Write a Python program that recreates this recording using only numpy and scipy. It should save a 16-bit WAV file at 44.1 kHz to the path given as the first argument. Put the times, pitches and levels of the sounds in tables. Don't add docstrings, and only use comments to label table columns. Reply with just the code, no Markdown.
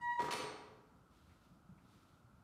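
import sys
import numpy as np
from scipy import signal
from scipy.fft import rfft, irfft
from scipy.io import wavfile

SR = 44100
rng = np.random.default_rng(int(sys.argv[2]) if len(sys.argv) > 2 else 0)


def put_to_file(sound):
    columns = np.atleast_2d(sound).T
    safe = np.clip(columns, -1, 1)
    whole_steps = np.round(safe * 32767)
    wavfile.write(sys.argv[1], SR, whole_steps.astype(np.int16))


def volts_from_db(level):
    exponent = np.asarray(level, float) / 20
    return 10 ** exponent


N = 107559

# time [s], level of the first partial [dB], level of the second [dB].
SQUEAL = [
    (.008, -70, -72.5),
    (.042, -43, -46.5),
    (0.102, -37, -43),
    (0.131, -41, -43),
    (0.15, -45, -95),
    (0.161, -41.5, -45.5),
    (.172, -52, -77.5),
    (.197, -33, -47.5),
    (0.227, -44, -56),
]
# multiple of the pitch, level [dB].
UPPER = [(3, -71), (4, -76), (5, -83), (6, -86), (7, -85), (8, -87), (9, -90), (15, -105)]
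# frequency [Hz], level [dB per Hz].
GRIT = [(2600, -21), (3200, 2), (5000, 0), (7000, -5), (9500, -5.5), (15000, -35)]
SQUEAL_HZ, WOBBLE_HZ = 959.3, 1.5
WAVER_DB, WAVER_HZ = 4.5, 25
RING_ON_T60_S, RING_WAVER_DB = 1.0, 1.5
GRIP_S, STOP_S = .008, .19
GRIT_DB = -79

# time [s], level [dB].
KNOCKS = [
    (.194, -34.5),
    (.203, -33.5),
    (.219, -34),
    (.243, -37),
    (.285, -34.5),
    (.335, -34.5),
    (.40, -37.5),
    (.44, -36.5),
]
# time [s], level [dB].
CLANKS = [
    (.194, -52),
    (.205, -50),
    (.219, -44),
    (.309, -29.5),
    (.316, -38.5),
    (.324, -30),
    (.334, -35),
    (.345, -55),
]
# frequency [Hz], level [dB], t60 [s].
BAR = [(196, -6, .1), (235, -6, .1), (302, -2, .1), (400, -1, .08), (433, 1.5, .12), (545, -14, .05),
       (711, -9, .06), (860, -8, .06), (1145, -4, .1), (1240, -4, .12), (1497, -9, .08), (4100, -17, .03),
       (5650, -18, .04), (14325, -30, .22)]
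# frequency [Hz], level [dB], t60 [s].
SLEEVE = [(2097, -7, .04), (2377, -7, .04), (2725, -8, .04), (3030, -6, .06), (3424, -5, .04),
          (4355, -1, .05), (5600, -6, .03), (7050, -10, .04), (8140, -12, .08), (9641, -2, .03),
          (10700, -10, .02), (12260, -18, .07), (13630, -16, .03), (8624, -15, .42)]
# frequency [Hz], level [dB per Hz].
KNOCK_CRACK = [(90, -17), (200, -3), (450, 0.5), (1300, -3.5), (1600, -5), (3000, -17), (8000, -27.5),
               (15500, -55)]
# frequency [Hz], level [dB per Hz].
CLANK_CRACK = [(300, -6), (500, -17.5), (1000, -0.5), (1400, -3), (2500, -1.5), (6000, -11), (10000, -21.5),
               (15500, -31)]
KNOCK_CRACK_DB, CLANK_CRACK_DB = 2, -1
CRACK_S, RATTLE_PER_S = .008, 2500

# start [s], rise [s], fall [s], level [dB].
SHUFFLES = [
    (.2, 0.057, 0.033, -60),
    (1.10, 0.03, 0.52, -79),
    (1.41, 0.043, 0.028, -89),
    (1.80, .15, 0.29, -77.5),
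]
# frequency [Hz], level [dB per Hz].
SHUFFLE = [(940, -46), (1600, -6), (2190, -6), (3800, -4), (6230, -12), (14500, -19), (15500, -20.5)]
# time [s], level [dB].
SCUFFS = [
    (1.295, -74.5),
    (1.43, -93),
    (1.777, -76),
]
# time [s], level [dB], pitch [Hz], t60 [s].
STEPS = [(.235, -44.5, 151.2, 0.21), (0.432, -49, 138.2, 0.27), (1.237, -54, 90, 0.063),
         (1.317, -53, 96.5, 0.056), (1.399, -61, 104, .1), (1.509, -54, 177.3, 0.23),
         (1.69, -48, 185.8, 0.28), (1.719, -46, 150, 0.063), (2.241, -55.5, 118.3, 0.28),
         (2.341, -53, 92, 0.072), (2.38, -56, 93, 0.14)]
SCUFF_HZ, SCUFF_S = (1690, 2500), 0.039
STEP_SOFT_HZ = 150

# frequency [Hz], t60 [s].
ROOM = [(100, 1.12), (400, 1), (1300, 0.99), (1700, 0.77), (3000, 0.74), (6000, 0.68), (10000, 0.32),
        (15000, .35)]
SQUEAL_WET_DB, HIT_WET_DB, BUILD_S = -22, 4, 0.028
# frequency [Hz], level [dB per Hz].
TONE = [(40, -5.5), (60, -4.5), (164, -3.5), (300, -10), (400, -19.5), (1450, -19.5), (1750, -32.5),
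        (15500, -45)]
TONE_DB, LUMPS_DB = -65.5, -2.5
FAN_HZ, FAN_WIDTH_HZ, FAN_DB = 1320, 140, -80
MIC_LOW_HZ, MIC_HIGH_HZ = 45, 14500


def rms_one(x):
    return x / np.sqrt(np.mean(x ** 2) + 1e-20)


def noise():
    return rng.standard_normal(N)


def at_hz(points, hz):
    table = np.array(points)
    return np.interp(np.log(hz), np.log(table[:, 0]), table[:, 1])


def drift(rate_hz):
    settle = 9000
    r = np.exp(-2 * np.pi * rate_hz / SR)
    wander = signal.lfilter([1], [1, -2 * r, r * r], rng.standard_normal(N + settle))
    return rms_one(wander[settle:])


def filtered(x, order, hz, kind="low"):
    return signal.sosfilt(signal.butter(order, hz, kind, fs=SR, output="sos"), x)


def coloured(x, spectrum):
    hz = np.fft.rfftfreq(len(x), 1 / SR) + 1
    low = np.minimum(hz / spectrum[0][0], 1) ** 2
    return irfft(rfft(x) * volts_from_db(at_hz(spectrum, hz)) * low, len(x))


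def ring(clicks, hz, t60):
    r = volts_from_db(-60 / (t60 * SR))
    w = 2 * np.pi * hz / SR
    return signal.lfilter([0, np.sin(w)], [1, -2 * r * np.cos(w), r * r], clicks + 1e-18)


def squeal():
    t = np.arange(N) / SR
    s, first_db, second_db = np.transpose(SQUEAL)
    phase = 2 * np.pi * np.cumsum(SQUEAL_HZ + WOBBLE_HZ * drift(WAVER_HZ)) / SR
    after = np.clip(t - s[-1], 0, None)
    partials = 0
    for k, db in enumerate((first_db, second_db)):
        waver_db = RING_WAVER_DB * np.minimum(after / 0.01, 1) * drift(31)
        height = np.interp(t, s, volts_from_db(db)) * volts_from_db(-60 * after / RING_ON_T60_S + waver_db)
        partials = partials + height * np.sin((k + 1) * phase + k * np.pi / 2)
    grip = np.clip((t - GRIP_S) / 0.0067, 0, 1) * np.clip((STOP_S - t) / 0.0083 + 1, 0, 1)
    for k, db in UPPER:
        height = grip * volts_from_db(db + WAVER_DB * drift(WAVER_HZ))
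        partials += height * np.sin(round(k) * phase + 1.05 * drift(WAVER_HZ))
    grit = grip * volts_from_db(GRIT_DB) * rms_one(coloured(noise(), GRIT))
    return np.sqrt(2) * partials + grit


def struck(contacts, modes, crack, crack_db):
    s, db = np.transpose(contacts)
    pulses = np.zeros(N)
    pulses[(s * SR).astype(int)] = volts_from_db(db)
    fade = signal.lfilter([1], [1, -np.exp(-1 / (CRACK_S * SR))], pulses)
    touched = rng.random(N) < RATTLE_PER_S / SR
    touches = fade * touched / np.sqrt(RATTLE_PER_S * CRACK_S / 2)
    ringing = np.zeros(N)
    for hz, level_db, t60 in modes:
        rung = ring(touches * volts_from_db(level_db - 15.5) * noise(), hz, t60)
        ringing += filtered(rung, 2, min(3 * hz, .45 * SR))
    white = noise()
    burst = coloured(fade * white, crack) / np.std(coloured(white, crack))
    return ringing + volts_from_db(crack_db - 8.5) * burst


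def bar_knocks():
    return struck(KNOCKS, BAR, KNOCK_CRACK, KNOCK_CRACK_DB)


def sleeve_clanks():
    return struck(CLANKS, SLEEVE, CLANK_CRACK, CLANK_CRACK_DB)


def shuffles():
    t, stroke = np.arange(N) / SR, np.zeros(N)
    for s, rise, fall, db in SHUFFLES:
        ramp = np.minimum((t - s) / rise, 1 + (s + rise - t) / fall)
        stroke += volts_from_db(db) * np.clip(ramp, 0, 1) ** 0.51
    return stroke * volts_from_db(1.0 * drift(22)) * rms_one(coloured(noise(), SHUFFLE))


def scuffs():
    t, rub = np.arange(N) / SR, np.zeros(N)
    for s, db in SCUFFS:
        rub += volts_from_db(db) * (t > s) * np.exp(-np.abs(t - s) / SCUFF_S)
    return rub * rms_one(filtered(noise(), 2, SCUFF_HZ, "band"))


def footfalls():
    thuds = np.zeros(N)
    for s, db, hz, t60 in STEPS:
        landing = 1.0 * (np.arange(N) == int(s * SR))
        thuds += volts_from_db(db) * ring(landing, hz, t60)
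    return filtered(thuds, 1, STEP_SOFT_HZ)


def room(x):
    t = np.arange(SR) / SR
    edges = 50 * 2 ** np.arange(0, 8.6, .5)
    white, tail = rng.standard_normal((2, SR)), 0
    for k, (low, high) in enumerate(zip(edges, edges[1:])):
        t60 = at_hz(ROOM, np.sqrt(low * high))
        band = filtered(white[k % 2], 2, [low, high], "band")
        tail = tail + band * 10 ** (-3 * t / t60) / np.sqrt(SR * t60 / (6 * np.log(10)))
    return signal.fftconvolve(x, tail * (1 - np.exp(-t / BUILD_S)))[:N]


def room_tone():
    tone = volts_from_db(TONE_DB) * rms_one(coloured(noise(), TONE))
    bass = signal.sosfiltfilt(signal.butter(2, 300, fs=SR, output="sos"), tone)
    lumpy_bass = bass * volts_from_db(LUMPS_DB * drift(17) - 2.0)
    edges = [FAN_HZ - FAN_WIDTH_HZ / 2, FAN_HZ + FAN_WIDTH_HZ / 2]
    fan = volts_from_db(FAN_DB) * rms_one(filtered(noise(), 2, edges, "band"))
    return tone - bass + lumpy_bass + fan


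def scene():
    hinge = squeal()
    blows = bar_knocks() + sleeve_clanks()
    wet = room(volts_from_db(SQUEAL_WET_DB) * hinge + volts_from_db(HIT_WET_DB) * blows)
    feet = shuffles() + scuffs() + footfalls()
    return (hinge + blows + wet + feet + room_tone())[None]


def low_pass(x):
    return signal.sosfilt(signal.butter(12, 15670, fs=SR, output="sos"), x)


def record(dry):
    mic = filtered(dry, 4, MIC_LOW_HZ, "high")
    mic = filtered(mic, 4, MIC_HIGH_HZ)
    return low_pass(mic)


dry = scene()
out = record(dry)
put_to_file(out)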